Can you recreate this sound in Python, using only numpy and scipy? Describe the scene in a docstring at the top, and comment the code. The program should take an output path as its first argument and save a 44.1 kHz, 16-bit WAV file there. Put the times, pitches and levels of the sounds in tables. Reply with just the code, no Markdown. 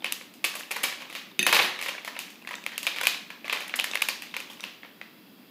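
"""Scissors snip the top off a foil packet, then are laid down with a clatter on a kitchen worktop.
Fingers pull the packet open: its creases snap one by one over a fine crinkle, and the handling dies away.
A close microphone hears each snap dry, followed by the ring of a hard-walled room with a low hum of air."""
import sys
import numpy as np
from scipy import signal
from scipy.fft import rfft, irfft
from scipy.io import wavfile
from scipy.ndimage import uniform_filter1d

SR = 44100
rng = np.random.default_rng(int(sys.argv[2]) if len(sys.argv) > 2 else 0)


def generate_wav(signal):
    """Clip the signal to [-1, 1] and save it as 16-bit WAV at the path in sys.argv[1]."""
    frames = np.transpose(np.atleast_2d(signal))
    scaled = np.clip(frames, -1, 1) * 32767
    pcm = np.round(scaled).astype(np.int16)
    wavfile.write(sys.argv[1], SR, pcm)


N = 242858

# the loud snaps of the foil, under the blades until 1.3 s and between the fingers after that:
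# (s, level dB, treble dB, pitch Hz, length ms, room dB)
SNAPS = [(0.0235, -38.5, -28, 2300, 4.4, 4), (0.0439, -17.5, -15, 2480, 2.9, 0), (0.057, -25, -16, 2540, 1.47, 4), (0.0626, -25, -14, 2730, 2.1, -6),
         (0.123, -20, 2, 2780, 1.5, -4), (0.211, -33, -20, 2130, 2.6, 0), (0.339, -46, 1, 2600, 2.2, 5),
         (0.4421, -13.5, -9.5, 2430, 2.16, 1), (0.4479, -17, -3, 2550, 2.5, 1), (0.553, -26.5, -1.5, 2380, 15.2, 1.5), (0.594, -31, 0, 2530, 15, -2),
         (0.708, -24, -15, 2290, 3.75, 7), (0.7131, -22, -1.5, 2500, 9.3, -1.5), (0.762, -21.5, -9, 2040, 7.1, 3), 
         (0.833, -22.5, 2, 2350, 5.1, -10), (0.8379, -14, -6, 2300, 4.5, 4.5),
         (0.9252, -27, -31, 2320, 2.9, -15), (1.001, -39, -13, 2470, 5.2, 14.5), (1.02, -30, -15, 2270, 6.7, -4), (1.1008, -33.5, -10.5, 2280, 1.53, 6.5),
         (1.127, -35, -5, 3060, 9, 2), (1.1514, -25.5, -11, 2380, 1.92, 7.5),
         (1.79, -25, -16, 2250, 2.4, 5.5), (1.813, -24, -7, 2300, 3.3, -9), (1.8255, -24.5, -7, 2230, 1.12, 8.5), (1.86, -22, -13, 2160, 5, 2), (1.883, -21, -11, 2480, 4.3, 3.5),
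         (1.981, -28, -26, 2270, 3.4, -1), (2.048, -30.5, -5, 2630, 2.3, 5.5), (2.076, -23, -13.5, 1950, 8.1, 0.5), (2.1646, -27.5, -21, 2100, 4.4, 2.5),
         (2.1907, -24, -4, 2710, 1.93, 3.5), (2.304, -40.5, -3.5, 2500, 2, 5),
         (2.473, -25.5, -15.5, 2260, 3.5, 0.5), (2.509, -25, -15.5, 2050, 10, 0.5), (2.539, -24.5, -27, 2130, 3, -7), (2.6638, -17.5, -12.5, 2220, 1.7, -3.5),
         (2.7201, -33.5, -18, 2080, 1.36, 9.5), (2.7793, -20.5, -2.5, 2640, 1.4, -2), (2.8303, -26.5, -1.5, 2740, 2.7, 3.5), (2.8677, -14, -11.5, 2530, 1, -0.5), (2.8718, -15, -16, 2620, 4.2, 0),
         (2.961, -24, -14, 2450, 4.1, 6.5), (2.9857, -20.5, -16, 2300, 0.84, -2), (3.005, -27, -21, 2300, 3.9, 6), (3.012, -19, -8, 1770, 3.2, -2.5), (3.033, -19, -7.5, 2300, 6.1, 3),
         (3.0539, -19.5, -11, 2450, 1.6, 3.5), (3.0699, -7, -8.5, 2500, 1.92, -3), (3.078, -26.5, -2, 3940, 3.1, 6),
         (3.146, -24.5, -25, 2490, 2.2, -5), (3.303, -28.5, -15, 2110, 3.04, 3),
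         (3.45, -32.5, -15, 2130, 4.8, 10), (3.497, -17, -21, 2500, 3.1, 3), (3.5265, -14, -12, 2340, 6.7, 1), (3.604, -27.5, -10, 2330, 3.7, 6.5),
         (3.679, -33, -2, 2060, 3.1, -5), (3.6948, -27.5, -15, 2530, 2.9, 1), (3.7396, -16.5, -45, 1980, 1.23, -0.5), (3.758, -33.5, 10.5, 2570, 10.4, -2),
         (3.7899, -15.5, -24, 3130, 3.1, 0), (3.7981, -13, -11.5, 2600, 1.3, -8), (3.8094, -23, -10, 2750, 1.6, -6),
         (3.842, -18, -5, 2100, 2.6, -0.5), (3.9344, -21.5, -21, 2500, 3.2, -12), (3.946, -38, 1, 2800, 1.1, -2), (3.9546, -14.5, -11, 2180, 2.2, -4), (3.973, -22, -15, 2560, 2, -7), (4.008, -28, -16, 2110, 1.2, -7),
         (4.0192, -18, -3.5, 2550, 2.6, 0), (4.022, -11.5, -13, 2520, 2.6, -6.5), (4.0864, -14, -7, 2330, 2.5, -1.5), 
         (4.093, -28, -6, 4750, 7.4, 4), (4.2214, -28.5, -6.5, 2540, 1.7, 3.5),
         (4.3405, -25, -22, 2140, 2.9, 2.5), (4.366, -19, -12, 2410, 3.1, -1), (4.4025, -28.5, -5.5, 2480, 2.1, -0.5), (4.5, -44.5, -2.5, 2520, 7.9, 13),
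         (4.598, -36, -21, 2450, 2.35, -1),
         (4.631, -35.5, -12, 2300, 3.4, 9), (4.6384, -22.5, -15.5, 2640, 1.79, 1.5), (4.8323, -32.5, -34, 2060, 1.7, 0), (4.847, -36, -38, 2220, 10.5, -0.5), (5.0138, -28, -25, 2050, 2.16, -1)]
# scissors touching down and rattling on the worktop: (s, level dB, treble dB, length ms, room dB)
KNOCKS = [(1.3923, -31.5, 9.5, 1.3, -4), (1.4287, -39, 2, 3.2, -5.5), (1.4657, -10, -5.5, 3.8, -0.5), (1.4916, -19, -23, 5.3, -22),
          (1.516, -37, -21, 3, -9), (1.527, -7.5, -10, 3.6, 2.5), (1.547, -17.5, -4, 2.7, 7), (1.552, -14, -24, 6, -1), (1.565, -11.5, -19, 5.2, -2), (1.5902, -7.5, -24, 11, -2.5),
          (1.604, -30, -3, 2, -1), (1.611, -25.5, -9.5, 4.4, 13), (1.628, -37, -39, 9.1, -18), (1.646, -24, -8, 7.9, 1)]
# modes of the scissors, the lowest ones shared with the worktop: (Hz, dB, t60 s)
STEEL = [(213, -14.5, .12), (364, -13, 0.43), (512, -12.5, 0.08), (1620, -12, 0.039), (1850, 0, 0.2), (2070, -20, 0.037), (2558, 9, 0.082), (2830, -6, 0.045),
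         (3650, 3, 0.05), (4550, -3, 0.045), (6300, -8, 0.073), (7600, -6, .025), (11200, -13, 0.032), (10940, 2, 0.023)]
# colour of the room's ring, per Hz: (Hz, dB)
ROOM_COLOUR = [(100, -1.5), (400, 0.5), (1000, -1), (1700, -0.5), (2500, -3.5), (4000, 3), (6000, 4), (10000, -6.5), (15000, 3)]
# (Hz, t60 s)
ROOM_DECAY = [(150, 0.55), (1000, 0.53), (3000, 0.55), (6000, 0.45), (10000, 0.4), (15000, 0.28)]
# steady air of the room and hiss, per Hz: (Hz, dB)
AIR = [(30,-42), (70,-30), (135,-15.5), (195,-2), (290,-3), (420,-12), (700,-17), (1800,-20.5), (3500,-23), (5000,-26), (5900,-33.5), (9500,-35.5), (11500,-28), (15000,-24)]
AIR_DB = -52.5
TOP_HZ = 15500  # fixed
TIME = np.arange(N) / SR
# dull bumps of scissors and packet on the worktop: (s, dB)
BUMPS = [(1.5226, -40), (2.87, -63), (3.071, -53), (4.365, -61)]
# sounds that start in different places take different paths round the room
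PATHS = np.arange(5)  # fixed
KNOCK_HZ, KNOCK_BODY_DB, THUD_DB = 2220, -6.5, -12.5
RING_DB, RING_DAMPING_DB_PER_S = -9, 100  # the steel rings less as the blades settle flat
# spells in which the hands work the packet: (start s, end s, crinkle dB)
GRIPS = [(0.0, 0.11, -54.5), (0.504, 0.62, -50.5), (0.895, 1.22, -56), (1.712, 1.883, -42), (2.157, 2.207, -52.5), (2.463, 3.047, -51), (3.447, 3.657, -45), (3.855, 3.995, -45.5), (4.3, 4.65, -51.5)]
GRIP_ATTACK_S, GRIP_RELEASE_S, HOLDING_DB = 0.03, 0.11, -73  # between spells the packet is only held
# a typical snap; weaker, longer and lower ones come from slacker foil, which sounds more hollow
TYPICAL_DB, TYPICAL_HZ, TYPICAL_MS = -22, 2400, 3  # fixed
BODY_DB, BODY_DB_PER_DB, BODY_DB_PER_DOUBLING, BODY_DB_PER_OCTAVE = -11, -0.13, 2.5, -7
FOIL_HZ = None
FOIL_HZ_PER_DB = None
FOIL_HZ_PER_TREBLE_DB = None
TYPICAL_TREBLE_DB = None
STIR_DB, STIR_S = -27, 0.013  # every snap shakes loose more wrinkles, in proportion to its strength
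# faint steady whines in the hiss: (Hz, width Hz, dB)
WHINES = [(2680, 66, 5), (3310, 100, 4), (3930, 70, -3), (4850, 160, -1)]
CUT_END_S = 1.3  # fixed
SNIP_RING_DB, SNIP_THUD_DB = -12, -20.5  # each bite of the blades also jolts the scissors


def undb(db):
    """Decibels to gain."""
    return 10 ** (np.asarray(db) / 20)


def unit(x):
    """Scale to the energy of one millisecond at full level."""
    return x / np.sqrt(np.sum(x ** 2) * 1000 / SR + 1e-18)  # fixed


def add(out, s, x):
    """Mix x into out from time s."""
    i = int(s * SR)
    out[i:i + len(x)] += x[:N - i]


def on_log(points, hz):
    """Read (Hz, value) points on a log-frequency axis."""
    f, value = np.transpose(points)
    return np.interp(np.log(hz + 1e-9), np.log(f), value)


def coloured(x, points):
    """Give x the spectrum of (Hz, dB) points."""
    return irfft(rfft(x) * undb(on_log(points, np.fft.rfftfreq(len(x), 1 / SR))), len(x))


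def band(x, lo_hz, hi_hz, order=2):
    """Causal band-pass."""
    return signal.sosfilt(signal.butter(order, [lo_hz, min(hi_hz, SR / 2 - 100)], 'band', fs=SR, output='sos'), x)


def resonance(x, hz, width_hz):
    """One damped resonance, gain 1 at its centre."""
    return signal.lfilter(*signal.iirpeak(hz, hz / width_hz, SR), x)


def avalanche(ms, clicks_per_s=4000, follow=.4, fade=.55, scatter=.3, scatter_s=.0007, even=1.0, size=45):
    """One slip sets off a dying run of smaller ones, about ms long; waves scatter off nearby edges."""
    t = TIME[:4096]
    chance, sizes, edges = rng.random(len(t)), rng.standard_normal(len(t)), rng.standard_normal(256)
    length_s = fade * max(ms, 1 / 2) / 1000  # fixed
    run = follow * sizes * (chance < clicks_per_s / SR) * np.exp(-(t / length_s) ** 2)
    run[0] = 1
    spread = scatter * edges * np.exp(-t[:256] / scatter_s)
    spread[0] = 1
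    # even out the run's spectrum: its colour comes mostly from the surface that it strikes
    spectrum = rfft(np.convolve(run, spread)[:len(t)])
    tint = np.sqrt(uniform_filter1d(np.abs(spectrum) ** 2, size) + 1e-9)
    return irfft(spectrum / tint ** min(even, 1))[:2048]


def sheet(push, low_db, treble_db, hz, width_hz, gap_hz=5900, gap_db=-5):
    """A struck surface: a hollow body, a strong short mid resonance and, beyond a gap, a crisp top."""
    hollow = band(push, 424, 1160, order=2)
    body = hollow + undb(3) * resonance(hollow, 1084, width_hz=380) + undb(-6) * resonance(hollow, 550, width_hz=65)
    mid = band(resonance(push, hz, width_hz), 1340, 4030, order=2)
    crisp = band(push, 4950, 13900, order=3)
    top = crisp + undb(-1.0) * resonance(crisp, 10720, width_hz=560) + (undb(gap_db) - 1) * resonance(crisp, gap_hz, width_hz=570)
    return undb(low_db) * unit(body) + unit(mid) + undb(treble_db) * unit(top)


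def foil(own=0.57):
    """Creases buckle; each faces another way, so each sends its own share into the room by its own path."""
    near, far = np.zeros(N), np.zeros((len(PATHS), N))
    for k, (s, db, treble_db, hz, ms, room_db) in enumerate(SNAPS):
        low_db = hollowness(db, hz, ms)
        push = avalanche(ms, clicks_per_s=4500, follow=0.66, fade=1.19, scatter=0.36, scatter_s=0.0004)
        snap = undb(db) * sheet(push, low_db, treble_db, hz, width_hz=540)
        add(near, s, snap)
        # near walls return the snap's own colour; the rest of the room blends all directions
        add(far[(k + 1) % len(PATHS)], s, own * undb(room_db) * snap)
        middle = s + ms / 2000  # fixed
        add(far[k % len(PATHS)], middle, undb(db + room_db - 6.0) * all_round(low_db, treble_db, hz))
    return near, far


def crinkle(ticks_per_s=120, spread_db=7.5, pitch_spread=0.242, tick_s=0.0021, body_db=-12, treble_db=-9, count=900):
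    """Tiny wrinkles tick at random while the packet is worked, each with its own size and colour."""
    out = np.zeros(N)
    chance = np.clip(rng.standard_normal((count, 3)), -1.7, 1.7)  # fixed
    sizes = np.minimum(rng.exponential(size=count), 3)
    times = np.cumsum(rng.exponential(size=count)) / ticks_per_s
    t = TIME[:256]
    for s, size, (pitch, top, low) in zip(times, sizes, chance):
        if s < TIME[-1]:
            mid = np.sin(2 * np.pi * 2450 * np.exp(pitch_spread * pitch) * t)
            body = undb(body_db + 6 * low) * np.sin(2 * np.pi * 900 * np.exp(pitch_spread * top) * t)  # fixed
            crisp = undb(treble_db + 6.7 * top) * rng.standard_normal(len(t)) * np.exp(-t / 0.001)
            add(out, s, undb(spread_db * size) * ((mid + body) * np.exp(-t / tick_s) + crisp))
    return band(out, 290, 9300) / np.std(out) * handling()


def scissors():
    """Blade tips land first and ring; the handles follow, knock on the worktop and rattle to rest."""
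    near, far = np.zeros(N), np.zeros((len(PATHS), N))
    for k, (s, db, treble_db, ms, room_db) in enumerate(KNOCKS):
        path = far[k % len(PATHS)]
        push = avalanche(ms, clicks_per_s=3900, follow=0.68, fade=0.99, scatter=0.21, scatter_s=0.00085)
        add(near, s, undb(db) * sheet(push, KNOCK_BODY_DB, treble_db, KNOCK_HZ, width_hz=1000))
        add(path, s, undb(db + room_db) * all_round(KNOCK_BODY_DB, treble_db, KNOCK_HZ))
        thud = undb(db + KNOCK_BODY_DB + THUD_DB) * unit(band(push, 177, 840, order=3))
        ring_db = RING_DB - RING_DAMPING_DB_PER_S * (s - KNOCKS[0][0])
        for part in (thud, undb(ring_db) * blades()):
            add(near, s, part)
            add(path, s, undb(room_db) * part)
    return near, far


def room(x, gap_s=0.0024, build_s=0.00085, early=1.0, early_s=0.014):
    """Separate reflections from near surfaces thicken into a tail whose treble dies first."""
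    t = TIME[:SR]
    reflections = rng.standard_normal(SR) * (1 + early * 4 * (rng.random(SR) < .01) * np.exp(-t / early_s))
    spectrum, f = rfft(reflections), np.fft.rfftfreq(SR, 1 / SR)
    onset = 1 - np.exp(-np.maximum(t - gap_s, 0) / build_s)
    edges = [0, 300, 700, 1500, 3000, 4500, 6500, 9000, 12000, SR / 2]  # fixed
    tail = 0
    for lo, hi in zip(edges, edges[1:]):
        decay = onset * np.exp(-np.log(1000) * t / on_log(ROOM_DECAY, (lo + hi) / 2))
        part = spectrum * (f >= lo) * (f < hi) * undb(on_log(ROOM_COLOUR, f))
        tail = tail + irfft(part, SR) * decay / np.sqrt(np.sum(decay ** 2))
    return signal.fftconvolve(x, tail)[:N]


def air():
    """Low steady hum of the room under a thin hiss with faint whines."""
    noise = coloured(rng.standard_normal(N), AIR)
    noise = noise + sum(undb(db) * resonance(noise, hz, width_hz) for hz, width_hz, db in WHINES)
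    return undb(AIR_DB) * noise / np.std(noise)


def worktop(push_s=0.0042):
    """The heavy slab passes on a short, deep bump."""
    out, t = np.zeros(N), TIME[:4096]
    for s, db in BUMPS:
        add(out, s, undb(db) * unit(band(np.exp(-t / push_s), 35, 240, order=2)))
    return out


def all_round(low_db, treble_db, hz):
    """What the room gathers from every direction: the fine colour of a single snap averages out."""
    return sheet(signal.unit_impulse(4096), low_db, treble_db, hz, width_hz=1300)


def blades(mismatch=0.0061, loose=0.003, clank=0.25, clank_s=0.018, chatter=0.81, size=220):
    """Two nearly equal blades beat and chatter against each other; the hand soaks up the first clank."""
    t, ring = TIME[:6000], 0
    for (hz, db, t60), (share, shift, pair) in zip(STEEL, rng.standard_normal((len(STEEL), 3))):
        # every contact favours other modes, and the loose pivot shifts them a little
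        centre, split = hz * (1 + loose * shift), mismatch * pair
        both = np.cos(2 * np.pi * centre * (1 + split) * t) + np.cos(2 * np.pi * centre * (1 - split) * t)
        flutter = 1 + chatter * np.sqrt(size) * uniform_filter1d(rng.standard_normal(len(t)), size, mode='wrap')
        ring = ring + undb(db + 3.2 * share) * both * flutter * np.exp(-np.log(1000) * t / t60)
    return unit(band(ring * (1 + clank * np.exp(-t / clank_s)), 130, 13500, order=3))


def handling():
    """How hard the foil is worked: each grip tightens, holds and relaxes, and each snap stirs it briefly."""
    effort = np.full(N, undb(HOLDING_DB))
    for start, end, db in GRIPS:
        outside = np.maximum(start - TIME, 0) / GRIP_ATTACK_S + np.maximum(TIME - end, 0) / GRIP_RELEASE_S
        effort = effort + undb(db) * np.exp(-outside)
    for s, db, *_ in SNAPS:
        add(effort, s, undb(db + STIR_DB) * np.exp(-TIME[:8192] / STIR_S))
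    return effort




def hollowness(db, hz, ms):
    """Level (dB) of the packet's hollow body in a snap, from its strength, pitch and length."""
    doublings = np.log2(max(ms / TYPICAL_MS, 1 / 10))
    return BODY_DB + BODY_DB_PER_DB * (db - TYPICAL_DB) + BODY_DB_PER_DOUBLING * doublings + BODY_DB_PER_OCTAVE * np.log2(hz / TYPICAL_HZ)


def snips():
    """While they cut, the scissors give a faint clink and a soft thud with every bite."""
    out = np.zeros(N)
    for s, db, *_ in SNAPS:
        if s < CUT_END_S:
            thud = unit(band(signal.unit_impulse(6000), 290, 620, order=2))
            add(out, s, undb(db) * (undb(SNIP_RING_DB) * blades() + undb(SNIP_THUD_DB) * thud))
    return out


def scene():
    """Foil and scissors close by, the room behind them."""
    (foil_near, foil_far), (steel_near, steel_far) = foil(), scissors()
    small = crinkle() + snips()
    echoes = sum(room(path) for path in foil_far + steel_far)
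    echoes = echoes + undb(-5) * room(small)  # fixed
    return (foil_near + steel_near + small + worktop() + echoes + air())[None]


def record(dry):
    """The microphone thins the deep bass and cuts the top."""
    thin = signal.sosfilt(signal.butter(1, 40, 'high', fs=SR, output='sos'), dry)
    return signal.sosfilt(signal.ellip(10, .2, 70, TOP_HZ, fs=SR, output='sos'), thin)


dry = scene()
out = record(dry)
generate_wav(out)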